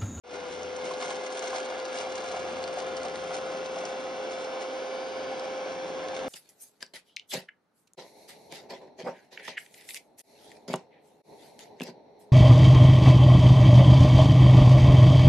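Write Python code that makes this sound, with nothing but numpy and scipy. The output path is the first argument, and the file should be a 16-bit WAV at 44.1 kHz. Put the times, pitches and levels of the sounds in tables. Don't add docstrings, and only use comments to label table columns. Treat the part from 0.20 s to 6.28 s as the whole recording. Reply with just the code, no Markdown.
import sys
import numpy as np
from scipy import signal
from scipy.fft import rfft, irfft, next_fast_len
from scipy.io import wavfile
from scipy.ndimage import map_coordinates

SR = 44100
rng = np.random.default_rng(int(sys.argv[2]) if len(sys.argv) > 2 else 0)


def wav_out(sig):
    wavfile.write(sys.argv[1], SR, np.round(np.clip(np.atleast_2d(sig).T, -1, 1) * 32767).astype(np.int16))


N = 268216
T = np.arange(N) / SR
TOP_HZ = 9600
PUSH_START_S, PUSH_M_PER_S = .5, .0336

# time in seconds, level in dB.
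SPIN_UP = [(.034, -73), (.037, -10), (.075, -1.5), (.115, 3), (.15, 5.5)]
# multiple of the shaft speed, level in dB.
FAN_TONES = [(3, -23.5), (5, -23.5), (6, 0), (9, -16), (12, -24)]
# time in seconds, left minus right in dB.
BLADE_PAN = [(.15, 5), (1.2, 1.3), (2.2, 1), (2.8, 3), (4.8, -3.5), (5.3, -1), (6, 0.5)]
# pitch in Hz, level in dB of the tones near it.
BRUSH_BUZZ = [(2600, -72), (4000, -78), (5500, -73), (6600, -75.5), (7300, -103), (8300, -103),
              (8800, -79.5), (9400, -78.5)]
# time in seconds, level in dB.
THRUM = [(0.1, -65.5), (0.45, -62), (1.24, -85), (1.31, -66), (1.43, -74.5), (2.5, -60), (2.58, -76),
         (2.82, -64.5), (3.41, -75.5), (4.87, -74), (5.04, -62), (5.34, -87), (5.73, -69.5), (6.05, -65)]
# multiple of the shaft speed (rounded when used), top level in dB,
# time of the swell in seconds, its width in seconds, dB lost away from the swell.
WHINE_TONES = [(31, -65, 3.7, .7, 8), (33, -69.5, 1.5, 1.8, 8.5), (42, -64, 1.3, 0.93, 10.5),
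               (43, -66, 4.9, .45, 12.5), (46, -61, 1.95, .5, 12.5), (48, -66, 2.6, 2, 6.5),
               (49, -66.5, 4, 1.9, 6), (54, -62, 2, 1, 5.5), (55, -62.5, 4.85, .52, 14),
               (56, -60, 4.97, .5, 14), (58, -63, 3.4, .5, 9), (60, -66, 3.9, 0.92, 10.5),
               (61, -61.5, 4.25, .35, 11.5), (62, -65.5, 4.6, .35, 8.5), (63, -61.5, 5.5, .4, 7.5),
               (69.1, -68, 4.8, 1.4, 10.5)]
# frequency in Hz, level in dB.
AIR_COLOUR = [(15, -31.5), (28, -25.5), (60, -29), (130, -35), (165, -26.5), (205, -11.5), (300, -4),
              (430, -1.6), (620, -0.5), (950, -7.5), (1250, -9.5), (1900, -14), (3500, -16.5), (4600, -24),
              (6200, -25.5), (9500, -36)]
# centre in Hz, width in Hz, boost or cut in dB.
SHELL_PEAKS = [(400.5, 19.6, 4.5), (516, 63, -0.5), (632, 27, -4.5), (750, 173, 4), (1120, 50, 2),
               (1200, 63, -1.5), (1455, 138, 2), (1704, 180, 3), (1880, 88, -5), (2200, 166, 2),
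               (2600, 130, -3.5), (2780, 130, 3.5), (3525, 150, 3), (3700, 84, -2.5), (4250, 110, 3),
               (4580, 330, -3.5)]
# time in seconds, level in dB.
RATTLE_LEVEL = [(.58, -58.5), (.76, -53.5), (1.3, -52.5), (1.9, -54.5), (3.2, -57.5), (4.6, -65.5),
                (6.05, -63)]
# frequency in Hz, level in dB.
PLASTIC_COLOUR = [(300, -21.5), (1200, 3.5), (2300, 4), (3600, 2.5), (6000, 3), (8500, -0.5), (10000, -8)]
# start in seconds, level in dB, pitch of the struck spot in Hz,
# seconds to fade by 60 dB.
TICKS = [(.4313, -35.5, 6000, .014), (.564, -37, 6500, .022), (.652, -39, 8000, .025),
         (.736, -36, 4000, 0.022), (.826, -38, 4000, .025), (.8365, -38, 4000, .02), (.89, -40, 5300, .015),
         (.9115, -37, 3000, .015), (1.124, -35, 7000, .025), (1.1715, -33.5, 3300, 0.032),
         (1.193, -31, 7300, .018), (1.272, -38, 3500, .02), (1.28, -34.5, 6300, .02),
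         (1.36, -34, 5500, .02), (1.371, -35, 3400, .025), (1.5988, -36, 4400, .018),
         (1.653, -34.5, 5500, .02), (1.659, -37, 3500, .025), (1.775, -37, 4000, .018),
         (1.786, -32, 5500, .02), (1.9505, -40, 4200, .018), (1.955, -33.5, 5600, .018),
         (2.3255, -40, 5700, .015), (2.4396, -28.5, 4300, 0.0099), (2.477, -36, 4000, .018),
         (2.538, -40, 9000, .025), (2.5855, -37, 3200, .02), (2.601, -34, 5400, .022),
         (2.767, -34, 5530, .04), (2.8325, -35, 6800, .014), (2.85, -40, 5400, .03),
         (2.957, -34.5, 4000, .016), (3.132, -39, 2300, .015), (3.1435, -35, 4500, .025),
         (3.1665, -36, 4300, .016), (3.319, -39, 2400, .015), (3.46, -36, 4000, .015),
         (3.586, -38, 6000, .016), (3.653, -31, 6000, .022), (4.246, -38, 4800, .015),
         (5.1955, -36, 4400, .022), (5.8845, -36, 3500, 0.02), (5.965, -35.5, 3000, .02),
         (5.991, -37, 3000, .018)]
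# middle in seconds, half-length in seconds, hiss in dB, cup in dB.
FIRM_SCUFFS = [(.145, 0.03, -49.5, -55), (.326, .038, -45, -48), (.68, 0.046, -43.5, -48),
               (.837, .04, -38.5, -36), (.903, 0.028, -42.5, -37), (1.15, 0.05, -46, -53),
               (1.26, 0.063, -41, -48), (1.362, 0.045, -38.5, -35), (1.789, 0.081, -42, -42),
               (2.06, .025, -50, -36), (2.16, 0.049, -47, -36), (2.585, 0.021, -43, -35),
               (2.852, 0.017, -46, -34), (3.115, .025, -52, -38), (3.16, 0.035, -41, -41),
               (3.62, 0.15, -50.5, -51), (4.17, .1, -48.5, -65), (4.245, 0.009, -56, -51),
               (4.42, .018, -42, -41), (5.975, .038, -48, -48)]
# frequency in Hz, level in dB.
CUP_COLOUR = [(100, -30), (350, -13.5), (700, 8.5), (1000, -2), (1500, -12.5), (2400, -20), (4000, -32.5)]
# start in seconds, level in dB, favoured pitch in Hz.
KNOCKS = [(.7095, -26.5, 1050), (.741, -28, 740), (.825, -26, 1080), (.892, -26, 800), (.908, -25.5, 1080),
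          (1.2355, -24, 720), (1.3295, -26, 1080), (1.346, -31, 700), (1.3605, -25, 720), (1.871, -25, 790),
          (2.1445, -24, 715), (2.168, -27, 715), (2.2645, -29, 790), (2.5715, -26.5, 720),
          (3.5675, -24, 790), (3.638, -24, 680), (5.462, -27, 1000)]
# pitch in Hz, level in dB, seconds to fade by 60 dB.
CUP_NOTES = [(646, -1.5, 0.025), (712, 3.5, 0.04), (790, -1.5, 0.033), (864, -4.5, 0.022),
             (1064, -0.5, 0.032), (1490, -7.5, 0.018)]
# frequency in Hz, level in dB.
TABLE_COLOUR = [(15, -16.5), (30, -10), (70, -7), (130, -2), (170, 5), (260, 2.5), (450, -7.5), (900, -31)]
# time in seconds, level in dB.
RUMBLE_LEVEL = [(.1, -62), (.65, -59), (.95, -60), (1.1, -70.5), (1.6, -71), (1.8, -62.5), (2.45, -58),
                (3.2, -58), (3.9, -61), (4.3, -65.5), (4.9, -69), (5.15, -58), (5.4, -63.5), (5.55, -58),
                (6.05, -58)]
# time in seconds, lower pitch in Hz, upper pitch in Hz,
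# boost of the lower one in dB.
GAP_PITCHES = [(.1, 1490, 2210, 3.5), (.95, 1490, 2200, 3), (1.35, 1490, 2230, 7), (1.75, 1350, 2240, 7),
               (2.3, 1360, 2200, 4.5), (2.8, 1370, 2050, 6.5), (3.2, 1400, 2170, 5.5), (3.8, 1410, 2310, 2),
               (4.7, 1410, 2320, 1.5), (5.35, 1440, 2260, 2.5), (5.75, 1610, 2200, 3)]
# frequency in Hz, likeness from 0 to 1.
MIC_LIKENESS = [(60, 0.76), (350, 0.64), (560, 1), (950, 0.77), (1400, 0.52), (2200, 0.58), (3000, 0.2),
                (3700, .6), (4400, 0.99), (5500, 0.74), (6700, 0.76), (7500, 1), (8200, 1), (9500, 0.15)]
# frequency in Hz, lead in radians.
LEFT_LEAD = [(100, 0), (750, 0.46), (1300, -0.6), (1700, -1.64), (2400, -0.5), (3500, -.5), (4500, 0),
             (5300, 0.82), (6500, 2), (7450, 3.5), (8300, 3), (9500, 5)]


def motor(turns, shaft_hz, hum_db):
    hum = 0
    pan_db, = curves(BLADE_PAN)
    for multiple, db in FAN_TONES:
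        if round(multiple) == 6:
            tone = shaft_tone(turns, shaft_hz, 6, drift_db=.64, drift_rate=7)
            tone = tone * amp([pan_db / 2, -pan_db / 2])
        else:
            tone = shaft_tone(turns, shaft_hz, round(multiple), drift_db=2.5, drift_rate=6)
        hum = hum + amp(db) * tone
    buzz = 0
    whine_multiples = [round(row[0]) for row in WHINE_TONES]
    for multiple in np.setdiff1d(range(30, 106), whine_multiples):
        db = at_pitch(BRUSH_BUZZ, multiple * shaft_hz) + rng.standard_normal() - 2.1
        buzz = buzz + amp(db) * shaft_tone(turns, shaft_hz, multiple, drift_db=3.5, drift_rate=1.8)
    thrum_db, = curves(THRUM)
    contact_db, = curves(RUMBLE_LEVEL)
    thrum = amp(thrum_db - 4.7) * shaft_tone(turns, shaft_hz, 1, drift_db=2, drift_rate=11)
    table_hum = amp(contact_db - 8) * shaft_tone(turns, shaft_hz, 2, drift_db=2, drift_rate=4.3)
    return amp(hum_db) * hum + buzz + thrum + table_hum


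def airflow(turns, flow_db, throb=.15, flutter_db=.5):
    pulsing = 1 + throb * np.cos(2 * np.pi * turns)
    rush = through_shell(rng.standard_normal((2, N)) * pulsing, AIR_COLOUR)
    return amp(flow_db + flutter_db * wobble(14)) * rush


def whine(turns, shaft_hz):
    out = 0
    for multiple, db, facing_s, width_s, fade_db in WHINE_TONES:
        turned_away = 1 - np.exp(-np.abs((T - facing_s) / width_s) ** 3)
        tone = shaft_tone(turns, shaft_hz, round(multiple), drift_db=.5, drift_rate=3.5)
        out = out + amp(db - 2.5 - fade_db * turned_away) * tone
    return out


def scrap_rattle():
    rattle_db, = curves(RATTLE_LEVEL)
    clumps = amp(1.9 * wobble(35) + 3 * np.clip(wobble(130), -2, 1.5))
    return amp(rattle_db + 1) * through_shell(clumps * grains(per_second=1100), PLASTIC_COLOUR)


def scrap_ticks(rise_s=.0003, spot_db=9, spot_octaves=.41, bright_db=4, size=2048):
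    out = np.zeros((2, N))
    t, hz = T[:size], np.fft.rfftfreq(size, 1 / SR)
    plastic_db = at_pitch(PLASTIC_COLOUR, hz) + bright_db * hz / TOP_HZ
    for start_s, db, spot_hz, fade_s in TICKS:
        colour = amp(plastic_db + spot_db * bump(np.log2((hz + 1) / spot_hz), spot_octaves))
        noise = rfft(rng.standard_normal((2, size)))
        crack = irfft((noise * colour * mic_gains(hz)).sum(axis=1))
        shape = (1 - np.exp(-t / rise_s)) * amp(-60 * t / fade_s)
        burst = unit(crack * shape) * np.sqrt(np.mean(shape ** 2)) / shape.max()
        out[:, round(start_s * SR):][:, :size] += amp(db) * burst
    return out


def rim_scuffs(judder_db=3):
    hiss_level, cup_level = np.zeros(N), np.zeros(N)
    for middle_s, half_s, hiss_db, cup_db in [*FIRM_SCUFFS, *light_scuffs()]:
        near = slice(*np.searchsorted(T, [middle_s - 2 * half_s, middle_s + 2 * half_s]))
        swell = np.exp(-1.5 * ((T[near] - middle_s) / half_s) ** 2)
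        hiss_level[near] += amp(hiss_db + 1.8) * swell
        cup_level[near] += amp(cup_db - 1) * swell
    judder = unit(amp(judder_db * np.clip(wobble(150), -2, 1.5)))
    hiss = judder * through_shell(grains(per_second=3500), PLASTIC_COLOUR)
    cup = through_shell(grains(per_second=5000), CUP_COLOUR)
    return hiss_level * hiss + cup_level * cup


def light_scuffs(per_second=7, half_s=.017, hiss_db=-52.5, cup_db=-48.5, spread_db=2):
    count = int(per_second * (T[-1] - PUSH_START_S))
    moments = PUSH_START_S + (np.arange(count) + rng.random(count)) / per_second
    rattle_s, rattle_db = np.transpose(RATTLE_LEVEL)
    grit_db = .3 * (np.interp(moments, rattle_s, rattle_db) - rattle_db.mean())
    levels = [hiss_db, cup_db] + grit_db[:, None] + spread_db * rng.standard_normal((count, 2))
    return [(middle_s, half_s, *pair) for middle_s, pair in zip(moments, levels)]


def rim_knocks(rise_s=.0011, scatter_db=2, favour_db=9, favour_width_hz=70):
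    out = np.zeros(N)
    t = T[:SR // 8]
    for start_s, db, favoured_hz in KNOCKS:
        ring = 0
        for hz, note_db, fade_s in CUP_NOTES:
            boost_db = favour_db * bump(hz - favoured_hz, favour_width_hz) + rng.normal(0, scatter_db)
            note = np.sin(2 * np.pi * hz * rng.normal(1, .018) * t)
            ring = ring + amp(note_db + boost_db - 60 * t / fade_s) * note
        ring = ring * (1 - np.exp(-t / rise_s))
        out[round(start_s * SR):][:len(t)] += amp(db) * ring / np.abs(ring).max()
    return out


def groan(start_s=6.045, rise_s=.008, hz=268, roughness=.25):
    swell = (1 + np.tanh((T - start_s) / rise_s)) / 2
    tone = np.sqrt(2) * np.sin(2 * np.pi * hz * T + roughness * wobble(90))
    return amp(-39) * swell * tone


def table_rumble():
    contact_db, = curves(RUMBLE_LEVEL)
    return amp(contact_db) * through_shell(rng.standard_normal((2, N)), TABLE_COLOUR)


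def rim_gap(sound, lower_width_hz=55, upper_width_hz=90, upper_db=4.5):
    hz, times, spectra = signal.stft(sound, SR, nperseg=1024)
    lower_hz, upper_hz, lower_db = curves(GAP_PITCHES, times)
    boost_db = lower_db * bump(hz[:, None] - lower_hz, lower_width_hz)
    boost_db += upper_db * bump(hz[:, None] - upper_hz, upper_width_hz)
    return signal.istft(spectra * amp(boost_db), SR, nperseg=1024)[1][:, :N]


def echoes(sound, count=7, sound_m_per_s=343):
    treble = filtered(sound, lambda hz: 1 / (1 + (900 / (hz + 1)) ** 6))
    slid_m = PUSH_M_PER_S * np.maximum(T - PUSH_START_S, 0)
    out = np.zeros_like(sound)
    for path_m, stretch, mic_gap_m in rng.uniform([.4, -1.8, -.004], [3, 1.8, .004], (count, 3)):
        for mic in range(2):
            delay_s = (path_m + stretch * slid_m + (mic - .5) * mic_gap_m) / sound_m_per_s
            out[mic] += np.interp(T - delay_s, T, treble[mic], left=0)
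    return amp(-8) * out / np.sqrt(count)


def shaft_tone(turns, shaft_hz, multiple, drift_db, drift_rate):
    angle = 2 * np.pi * ((multiple * turns + rng.random()) % 1)
    lead = at_pitch(LEFT_LEAD, multiple * shaft_hz) * np.array([[.5], [-.5]])
    return np.sqrt(2) * amp(drift_db * wobble(drift_rate)) * np.sin((angle + lead).astype(np.float32))


def grains(per_second, spread_db=2):
    strength = np.minimum(rng.exponential(size=N), 3.3)
    hits = rng.random(N) < per_second / SR
    return unit(amp(spread_db * strength) * hits * rng.standard_normal((2, N)))


def through_shell(noise_pair, colour):
    def response(hz):
        shell_db = sum(db * bump(hz - centre, width) for centre, width, db in SHELL_PEAKS)
        return amp(at_pitch(colour, hz) + shell_db) * mic_gains(hz)
    return unit(filtered(noise_pair, response).sum(axis=1))


def mic_gains(hz):
    angle = np.arccos(np.clip(at_pitch(MIC_LIKENESS, hz), 0, 1)) / 2
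    shared, opposed = np.cos(angle), np.sin(angle)
    lead = np.exp(.5j * at_pitch(LEFT_LEAD, hz))
    return np.array([[lead * shared, lead * opposed], [shared / lead, -opposed / lead]])


def amp(db):
    return 10 ** (np.asarray(db) / 20)


def unit(x):
    return x / np.sqrt(np.mean(x ** 2) + 1e-20)


def bump(distance, width):
    return 1 / (1 + (distance / width) ** 2)


def at_pitch(rows, hz):
    row_hz, values = np.transpose(rows)
    return np.interp(np.log(hz + 1), np.log(row_hz + 1), values)


def curves(rows, times=T):
    row_s, *columns = np.transpose(rows)
    return [np.interp(times, row_s, column) for column in columns]


def wobble(rate):
    coarse = T[::64]
    points = rng.standard_normal(int(T[-1] * rate) + 4)
    return np.interp(T, coarse, map_coordinates(points, [coarse * rate]))


def filtered(x, response):
    size = next_fast_len(N + SR // 4)
    return irfft(rfft(x, size) * response(np.fft.rfftfreq(size, 1 / SR)), size)[..., :N]


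def scene():
    lag_hz = 4.95 * np.exp(-T / .69)
    speed_hz = 86.48 - lag_hz + .13 * T + .0348 * wobble(7)
    hum_db, flow_db = -40.6 - 1.05 * lag_hz, -41.9 - .7 * lag_hz
    turns, typical_hz = np.cumsum(speed_hz) / SR, np.median(speed_hz)
    running = amp(curves(SPIN_UP)[0])
    rush = running * (airflow(turns, flow_db) + scrap_rattle() + table_rumble())
    noises = rim_gap(rush + rim_scuffs())
    direct = running * motor(turns, typical_hz, hum_db) + noises + rim_knocks() + scrap_ticks() + groan()
    heard = direct + echoes(direct) + running * whine(turns, typical_hz)
    return heard * amp([[-1.8], [-2.2]])


def record(dry):
    return filtered(dry, lambda hz: 1 / np.sqrt(1 + (hz / TOP_HZ) ** 160))


dry = scene()
out = record(dry)
wav_out(out)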